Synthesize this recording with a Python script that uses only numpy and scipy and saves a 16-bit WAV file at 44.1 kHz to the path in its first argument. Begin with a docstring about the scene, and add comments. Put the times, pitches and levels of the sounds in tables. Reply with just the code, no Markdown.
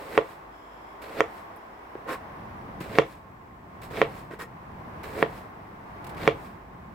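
"""In a small kitchen, a knife slices a courgette on a plastic cutting board lying on a cloth, close by.
Six strokes snap the skin, crunch through the flesh as clumped grains and knock on the board's modes;
each slice tears free and the wet blade slides back out. Three short scrapes of the edge shake the board.
Dull echoes and a short tail answer the knife over filtered noise: a rush with hums, rumble and hiss."""
import sys
import numpy as np
from scipy import signal
from scipy.fft import rfft, irfft, next_fast_len
from scipy.io import wavfile
from scipy.ndimage import uniform_filter1d

SR = 44100
rng = np.random.default_rng(int(sys.argv[2]) if len(sys.argv) > 2 else 0)


def output_pcm(signal):
    """Save a mono or channel-first signal as 16-bit PCM at the path in sys.argv[1].

    Samples are clipped to [-1, 1] before scaling.
    """
    pcm = np.clip(np.atleast_2d(signal).T, -1, 1) * 32767
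    wavfile.write(sys.argv[1], SR, np.round(pcm).astype(np.int16))


N = 306054  # length [samples]

# In spectra and modes, levels are relative: they shape a layer before its gain is set.

# The edge meets the board: (time [s], force [dB], contact hardness [Hz], settling trim [dB],
# relative table thump [dB], relative edge click [dB], blade ring [Hz], relative blade ring [dB],
# wet split [dB])
CHOPS = [(0.1775, 20, 1490, 3, -7, -4, 2620, -3, -40.5),
         (1.2063, 19.5, 1460, -2.5, -12.5, 3, 1310, -2, -44), (2.986, 23.5, 1500, 0, 2, 1.5, 2700, -1, -32),
         (4.0167, 19.5, 1475, 0, 1, -8, 2320, -15, -35.5), (5.227, 20, 1230, -4.5, 1, -13, 1810, 4, -41),
         (6.277, 19.5, 1670, 1.5, 5, -2.5, 3350, -4, -34)]
# Soft bumps of the blade, damped by the vegetable: (time [s], force [dB], pitch [Hz])
BLADE_BUMPS = [(1.954, 14, 378), (2.809, 13, 226), (2.815, 12, 198), (4.311, 8, 324), (4.337, 7, 400)]
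# Modes of the board with the blade on it:
# (frequency [Hz], width [Hz], relative level [dB], left over right [dB])
BOARD_MODES = [(327.4, 23, -4, -4), (455.6, 49, 4.5, -8), (546, 93, 7.5, -2), (673, 46, 7.5, -4),
               (771, 160, -5, 6), (1038, 238, 2.5, 7), (1118, 14, -0.5, -18), (1358, 166, 0.5, -7),
               (1842, 195, 7, -7.5), (2193, 140, 9, -3), (2590, 130, 0.5, 11), (3090, 57, -3, -13),
               (3250, 94, -3, 18)]
# The blade settles after a chop: (delay [s], relative level [dB], hardness [Hz])
SETTLING = [(.0025, -7, 1960), (.0071, -23.5, 9100), (.00926, -2, 570), (0.0113, -5.5, 830)]
# The stroke around each chop: (time in the flesh [s], push build-up [s], juice fizz at full push [dB],
# crunch at full push [dB], board drag at full push [dB], fastest pull-back after the chop [s],
# pull-back gain before the layer mix [dB])
STROKES = [(0.19, 0.1, -49.5, -38.5, -33, 0.13, -62.5), (0.192, 0.075, -52, -39.5, -34.5, 0.17, -63.5),
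           (0.179, 0.061, -51.5, -39, -35, 0.13, -63.5), (0.115, 0.045, -50.5, -38, -33, 0.16, -60),
           (.19, .05, -49.5, -41.5, -34.5, .145, -61), (0.113, 0.044, -51.5, -39, -37, .175, -63.5)]
# Small snaps of the skin against the blade: (time [s], fizz [dB], t60 [s])
SKIN_SNAPS = [(1.017, -53, 0.18), (2.802, -48.5, 0.21), (3.815, -53, 0.14), (3.831, -54.5, 0.26),
              (5.031, -50.5, 0.17), (6.041, -51, 0.044), (6.065, -50.5, 0.06), (6.091, -53, .1),
              (6.143, -59, 0.035), (6.171, -59, .15)]
# The blade's high modes: (frequency [Hz], width [Hz], relative level [dB])
STEEL_MODES = [(4910, 41, -1), (5320, 76, 8), (6680, 110, -3.5), (7750, 190, -11), (8500, 83, -1.5),
               (9750, 56, -3), (10600, 94, 1), (11000, 32, -8), (12600, 41, -4), (14100, 56, -7),
               (15000, 58, -1), (15300, 38, -9)]
# Bursting cells: (frequency [Hz], relative level [dB])
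FIZZ_SPECTRUM = [(2500, -4), (4000, 5), (5500, -6.5), (8000, 2.5), (9500, -3.5), (13000, 2.5), (15500, -1)]
# Breaking flesh: (frequency [Hz], relative level [dB])
CRUNCH_SPECTRUM = [(500, -3), (900, -3), (1500, 2), (2300, 1), (3000, -6.5), (4500, -10.5), (7000, -28),
                   (12000, -47)]
# The slice comes free: (frequency [Hz], relative level [dB])
SPLIT_SPECTRUM = [(1200, -21), (2200, 3), (3400, 3.5), (4400, -8.5), (6000, -19), (12000, -31)]
# Wet flesh rubbing the flat of the blade: (frequency [Hz], relative level [dB])
SUCK_SPECTRUM = [(1500, 2), (3000, -2), (4100, -9), (5200, -8), (9000, -22)]
# The blade lets go of a slice: (frequency [Hz], relative level [dB])
TICK_SPECTRUM = [(6000, -22), (9500, -12), (11000, 2), (15500, -5)]
# The edge scrapes over the board: (time [s], attack [s], hold [s], starting fizz [dB], rasp [dB],
# drag on the board [dB], blade ring [Hz])
SCRAPES = [(2.055, 0.039, 0.044, -50.5, -34.5, -34.5, 1077), (4.305, 0.0044, 0.032, -63, -47, -47.5, 1884),
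           (4.385, 0.0088, 0.032, -51, -40, -43.5, 1863)]
# Edge on textured plastic: (frequency [Hz], relative level [dB])
RASP_SPECTRUM = [(600, -10.5), (1100, 4.5), (1450, 3), (1900, 0), (2700, -8), (4000, -16.5), (7000, -31),
                 (12000, -51)]
# Stereo of the close sounds: (frequency [Hz], left-right likeness)
NEAR_LIKENESS = [(300, 1), (1000, 0.84), (2500, 0.62), (5000, 0.28), (12000, 0.11)]
# Decay of the kitchen: (frequency [Hz], t60 [s])
KITCHEN_DECAY = [(120, 0.3), (500, 0.25), (2000, 0.21), (5000, 0.26), (12000, 0.12)]
# Wall echoes: (delay [s], level before dulling [dB])
WALL_ECHOES = [(0.0193, -22.5), (.0262, -31), (.0355, -21), (.0415, -29)]
# Low rumble: (frequency [Hz], relative level [dB])
RUMBLE_SPECTRUM = [(20, -20), (35, -7), (52, -1), (70, 1), (100, 1.5), (200, 1), (300, -6), (500, -13),
                   (1000, -65.5)]
# Swells of the rumble, before its trim: (time [s], relative level [dB])
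RUMBLE_LEVEL = [(0.0, -53.5), (0.6, -63.5), (1.22, -58), (1.82, -62), (2.18, -53.5), (2.42, -48.5),
                (2.9, -44), (3.13, -54), (3.61, -53), (4.02, -44.5), (4.41, -51.5), (5.26, -45.5),
                (5.53, -51.5), (5.86, -51.5), (6.24, -42), (6.63, -52), (6.94, -48)]
# Fan-like rush: (frequency [Hz], relative level [dB])
RUSH_SPECTRUM = [(20, -20), (55, -4.5), (110, -17.5), (300, -2), (520, -3), (800, 2), (1080, 2.5),
                 (1300, -5), (2000, -9.5), (3000, -22), (4300, -29.5), (5400, -31), (7000, -39.5),
                 (12000, -36.5)]
# Swells of the rush, before its trim: (time [s], relative level [dB])
RUSH_LEVEL = [(0.0, -47), (0.6, -52), (1.29, -47), (1.72, -50.5), (2.18, -47.5), (2.94, -48), (3.19, -54.5),
              (3.63, -54.5), (4.02, -46), (4.41, -53.5), (5.22, -44.5), (5.51, -50.5), (5.8, -50.5),
              (6.22, -44), (6.65, -53), (6.94, -52.5)]
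# Narrow tones in the rush: (frequency [Hz], width of one of two filter passes [Hz], level [dB])
HUMS = [(1071.5, 32, -61.5), (678.6, 17, -67.5), (51.5, 3.8, -65)]
# Stereo of the rumble and rush: (frequency [Hz], left-right likeness)
BACKGROUND_LIKENESS = [(60, 1), (150, 0.95), (380, 0.7), (950, -0.16), (2380, -0.078), (5980, 0.05),
                       (15000, -0.24)]
# Bands of the airy hiss: (frequency [Hz], width of one of two filter passes [Hz],
# relative level [dB])
AIRY_BANDS = [(3260, 400, 2), (5200, 510, -4), (7350, 540, -9), (11300, 900, -13)]
# The airy hiss swells up: (time [s], hold [s], level [dB])
AIRY_SWELLS = [(.48, 0.38, -66.5), (1.38, .35, -74)]
# Steady faint hiss: (frequency [Hz], relative level [dB])
HISS_SPECTRUM = [(3000, -12), (8000, 5.0), (9500, -16), (13000, 4), (15500, 3)]
# Stereo of the hiss: (frequency [Hz], left-right likeness)
HISS_LIKENESS = [(3000, 0.13)]

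PUSH_S = 0.09  # the hand starts to bear down this long before the chop
PUSH_FIZZ_DB, PUSH_CRUNCH_DB, PUSH_DRAG_DB = 7, 11.5, 12  # what the full push adds to each layer
BITE_S, STOP_S = 0.0045, 0.0079  # fade-in at the bite, fade-out once the edge is on the board
PULL_RISE_DB_PER_S, PULL_HOLD_S, PULL_FALL_DB_PER_S = 78, 0.011, 188
SCRAPE_T60_S = 0.11
SCRAPE_BRIGHTEN_DB_PER_S = 112  # the fizz grows as the edge gathers speed
TICK_S, TICK_DB, TICK_T60_S = 1.560, -53, 0.077
TOP_HZ = 16000  # band limit of the output


def amp(db):
    """Decibels to gain."""
    return 10 ** (np.asarray(db) / 20)


def unit(x):
    """Scale to rms 1."""
    return x / np.sqrt(np.mean(x ** 2) + 1e-20)


def along(points, hz):
    """Read a curve of (Hz, value) points on a log frequency axis."""
    f, v = np.transpose(points)
    return np.interp(np.log(hz + 1), np.log(f + 1), v)


def filtered(x, response):
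    """Filter x by a complex response of frequency."""
    m = next_fast_len(N + SR // 4)
    f = np.fft.rfftfreq(m, 1 / SR)
    return irfft(rfft(x, m) * response(f), m)[..., :N]


def resonance(f, hz, width):
    """One damped mode: a wider peak rings for a shorter time."""
    return 1j * f * width / (hz * hz - f * f + 1j * f * width)


def contact(f, hardness_hz):
    """A softer contact lasts longer and so holds less treble."""
    return 1 / np.sqrt(1 + (f / hardness_hz) ** 4)


def spread(pair, spectrum, likeness):
    """Turn two unrelated signals into coloured stereo of rms 1, as alike left to right as asked."""
    def colour(f):
        turn = np.arccos(np.clip(along(likeness, f), -1, 1)) / 2
        return amp(along(spectrum, f)) * np.array([np.cos(turn), np.sin(turn)])

    mid, side = filtered(pair, colour)
    return unit(np.array([mid + side, mid - side]))


def grains(rate):
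    """Two trains of tiny snaps of uneven size, on average rate a second."""
    return (rng.random((2, N)) < rate / SR) * rng.standard_normal((2, N))


def clumped(rate, rough_db, size):
    """Grains whose loudness swells in bunches about size samples long."""
    wander = unit(uniform_filter1d(rng.standard_normal(N), size=size))
    return amp(rough_db * wander) * grains(rate)


def level(points):
    """One gain per sample from (s, dB) points."""
    return amp(np.interp(np.arange(N) / SR, *np.transpose(points)))


def envelope(s, attack, hold, t60):
    """A gain that rises from time s, holds and dies away."""
    age = np.arange(N) / SR - s
    return np.clip(age / attack, 0, 1) * amp(-60 * np.clip((age - attack - hold) / t60, 0, 2))


def burst(s, db, t60):
    """A gain that jumps up at time s and dies away."""
    age = np.arange(N) / SR - s
    return (age >= 0) * amp(db - 60 * np.clip(age / t60, 0, 2))


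def add(track, s, spectrum, size=8192):
    """Put a short sound, given as a spectrum, into the track at time s."""
    lead = size // 16  # room for what falls ahead of the hit
    sound = np.roll(irfft(spectrum), lead, axis=-1)
    start = round(s * SR) - lead
    track[:, start:start + size] += sound[:, :N - start]


def board(f):
    """The board's modes at both ears; chance strengths stand for where it is touched."""
    chance_db = 1.1 * rng.standard_normal(len(BOARD_MODES))
    total = 0
    for (hz, width, db, pan), touch_db in zip(BOARD_MODES, chance_db):
        ears_db = db + touch_db + np.array([[pan], [-pan]]) / 2
        total = total + amp(ears_db) * resonance(f, hz, width)
    return total


def knocks(size=8192):
    """Blows push the board away; the blade settles in softer contacts and the table thumps below."""
    out, f = np.zeros((2, N)), np.fft.rfftfreq(size, 1 / SR)
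    for s, db, hardness_hz, settle_db, thump_db, click_db, blade_hz, blade_db, _ in CHOPS:
        again = 0
        for delay, settling_db, hz in SETTLING:
            late = np.exp(-2j * np.pi * f * delay)
            again = again + amp(settling_db + settle_db) * late / (1 + (f / hz) ** 2)
        click = amp(click_db + np.array([[2.5], [-2.5]])) * resonance(f, hz=6350, width=2500)
        # the blade's pitch depends on where the flesh grips it
        blade = amp(blade_db) * resonance(f, blade_hz, width=160)
        ring = (board(f) + blade + click) * (1 + again) * contact(f, hardness_hz)
        table = amp(thump_db + 3.5) * resonance(f, hz=143.0, width=25.7)
        crack = amp(-38) * resonance(f, hz=11000, width=9000)  # steel biting into plastic
        add(out, s, amp(db) * (table - ring + crack))
    for s, db, hz in BLADE_BUMPS:
        bump = resonance(f, hz, width=106) * contact(f, hardness_hz=1500)
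        add(out, s, -amp([[db], [db]]) * bump)
    return out


def fizz(steel_db):
    """Dense tiny snaps, heard directly and through the blade's high modes."""
    def blade(f):
        return sum(amp(db) * resonance(f, hz, width) for hz, width, db in STEEL_MODES)

    snaps = spread(grains(rate=16000), FIZZ_SPECTRUM, NEAR_LIKENESS)
    steel = unit(filtered(snaps, blade))
    return unit(snaps + amp(steel_db) * steel)


def drag(hardness_hz):
    """Small slips of the blade shake the board, with its upper modes dulled."""
    slips = grains(rate=2000)[0]
    return unit(filtered(slips, lambda f: board(f) * contact(f, hardness_hz)))


def slicing():
    """The blade snaps the skin, cuts through the flesh, frees the slice and slides back out."""
    # fibres give way in bunches
    crunch = spread(clumped(rate=5000, rough_db=1.7, size=220), CRUNCH_SPECTRUM, NEAR_LIKENESS)
    juice = fizz(steel_db=-11.0)
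    return (skin_snaps(crunch) + cutting(juice, crunch) + splits()
            + sliding_back(juice, crunch) + wet_tick())


def skin_snaps(crunch):
    """The skin gives way against the blade in short spits of fizz and crunch."""
    gain = sum(amp(db) * envelope(s, attack=0.0034, hold=0.0034, t60=t60) for s, db, t60 in SKIN_SNAPS)
    return gain * (fizz(steel_db=-13) + amp(4.0) * crunch)


def cutting(juice, crunch):
    """The blade tears flesh; as the hand bears down it fizzes, crunches and loads the board more."""
    t, out, body = np.arange(N) / SR, np.zeros((2, N)), drag(hardness_hz=467)
    for (s, *_), (length, build, fizz_db, crunch_db, drag_db, _, _) in zip(CHOPS, STROKES):
        slack = 1 - np.clip((t - s + PUSH_S) / build, 0, 1)  # 1 before the push, 0 at full push
        bite = np.clip((t - s + length) / BITE_S, 0, 1)
        stop = np.clip(1 - (t - s) / STOP_S, 0, 1)
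        layers = amp(fizz_db - PUSH_FIZZ_DB * slack) * juice
        layers = layers + amp(crunch_db - PUSH_CRUNCH_DB * slack) * crunch
        layers = layers + amp(drag_db - PUSH_DRAG_DB * slack) * body
        out += bite * stop * layers
    return out


def splits():
    """As each knock lands the slice tears free with a short wet crunch."""
    gain = sum(burst(s, db, t60=0.16) for s, *_, db in CHOPS)
    return gain * spread(grains(rate=3500), SPLIT_SPECTRUM, NEAR_LIKENESS)


def pulling():
    """Gain of the blade sliding out: it gathers speed after each chop, then leaves the flesh."""
    t, total = np.arange(N) / SR, 0
    for (s, *_), (*_, delay, db) in zip(CHOPS, STROKES):
        late = t - s - delay  # time from the fastest moment
        rise_db = PULL_RISE_DB_PER_S * np.minimum(late, 0)
        fall_db = PULL_FALL_DB_PER_S * np.maximum(late - PULL_HOLD_S, 0)
        total = total + (t > s) * amp(db + rise_db - fall_db)
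    return total


def sliding_back(juice, crunch):
    """Wet flesh rubs the flat of the withdrawing blade in bunched grains, over fizz and crunch."""
    suck = spread(clumped(rate=2700, rough_db=1.0, size=500), SUCK_SPECTRUM, NEAR_LIKENESS)
    return pulling() * (amp(3.5) * juice + amp(7.5) * crunch + amp(0.5) * suck)


def wet_tick():
    """A thin wet tick of bright grains as the blade lets go of a slice."""
    gain = burst(TICK_S, TICK_DB, TICK_T60_S)
    return gain * spread(grains(rate=4000), TICK_SPECTRUM, NEAR_LIKENESS)


def scraping():
    """The edge chatters sideways over the textured plastic and the blade rings with it."""
    t, out = np.arange(N) / SR, np.zeros((2, N))
    hiss = fizz(steel_db=-5)
    rasp = spread(clumped(rate=3000, rough_db=1, size=130), RASP_SPECTRUM, NEAR_LIKENESS)
    body = drag(hardness_hz=440)
    for s, attack, hold, fizz_db, rasp_db, drag_db, hz in SCRAPES:
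        pressure = envelope(s, attack, hold, SCRAPE_T60_S)
        grip = np.clip((t - s) / attack, 0, 1)  # the chatter follows the first dull contact
        speed_db = SCRAPE_BRIGHTEN_DB_PER_S * np.clip(t - s - attack, 0, hold)
        ring = unit(filtered(rasp, lambda f: resonance(f, hz, width=17)))
        chatter = amp(fizz_db + speed_db) * hiss + amp(rasp_db) * (rasp + amp(-6.5) * ring)
        out += pressure * (grip * chatter + amp(drag_db) * body)
    return out


def kitchen(x):
    """A few dull wall echoes and a short diffuse tail of decaying noise."""
    def walls(f):
        echoes = sum(amp(db) * np.exp(-2j * np.pi * f * delay) for delay, db in WALL_ECHOES)
        return contact(f, hardness_hz=1560) * echoes

    mono = x.mean(0)
    hz, t, z = signal.stft(rng.standard_normal((2, SR // 3)), SR, nperseg=256)
    decay = amp(-60 * t / along(KITCHEN_DECAY, hz)[:, None])
    build = 1 - np.exp(-t / 0.0024)
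    tail = signal.istft(z * decay * build, SR, nperseg=256)[1]
    tail = tail / np.linalg.norm(tail[0])
    mid, side = signal.fftconvolve(mono[None], tail, axes=1)[:, :N]
    side = filtered(side, lambda f: f / np.hypot(f, 800))  # long waves reach both ears alike
    return filtered(mono, walls) + amp(-18.5) * np.array([mid + side, mid - side])


def noise():
    """Two unrelated channels of white noise."""
    return rng.standard_normal((2, N))


def rumble():
    """Low-shaped noise that swells unevenly."""
    return amp(2.0) * level(RUMBLE_LEVEL) * spread(noise(), RUMBLE_SPECTRUM, BACKGROUND_LIKENESS)


def rush():
    """Fan-like shaped noise that rises and falls."""
    return amp(5.0) * level(RUSH_LEVEL) * spread(noise(), RUSH_SPECTRUM, BACKGROUND_LIKENESS)


def hums():
    """Noise through narrow resonances, two passes each, gives wavering tones in the middle."""
    total = 0
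    for hz, width, db in HUMS:
        tone = filtered(rng.standard_normal(N), lambda f: resonance(f, hz, width) ** 2)
        total = total + amp(db) * unit(tone)
    return total


def faint_hiss():
    """Steady high noise, joined at times by a swell of airy bands."""
    def bands(f):
        return sum(amp(db) * resonance(f, hz, width) ** 2 for hz, width, db in AIRY_BANDS)

    hiss = amp(-74.5) * spread(noise(), HISS_SPECTRUM, HISS_LIKENESS)
    airy = unit(filtered(noise(), bands))
    swells = sum(amp(db) * envelope(s, attack=0.066, hold=hold, t60=.4) for s, hold, db in AIRY_SWELLS)
    return hiss + swells * airy


def background():
    """Layers of shaped noise: a fan-like rush with narrow hums, a low rumble and faint hiss."""
    return rumble() + rush() + hums() + faint_hiss()


def scene():
    """Knife on board in the kitchen; the cutting and scraping lean a little to the right."""
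    knife = knocks() + (slicing() + scraping()) * amp([[-.4], [.4]])
    return knife + kitchen(knife) + background()


def record(dry):
    """The sharpest peaks are rounded off at full scale; nothing above the band limit is kept."""
    rounded = dry / (1 + np.abs(dry) ** 8) ** (1 / 8)
    return filtered(rounded, lambda f: f < TOP_HZ)


dry = scene()
out = record(dry)
output_pcm(out)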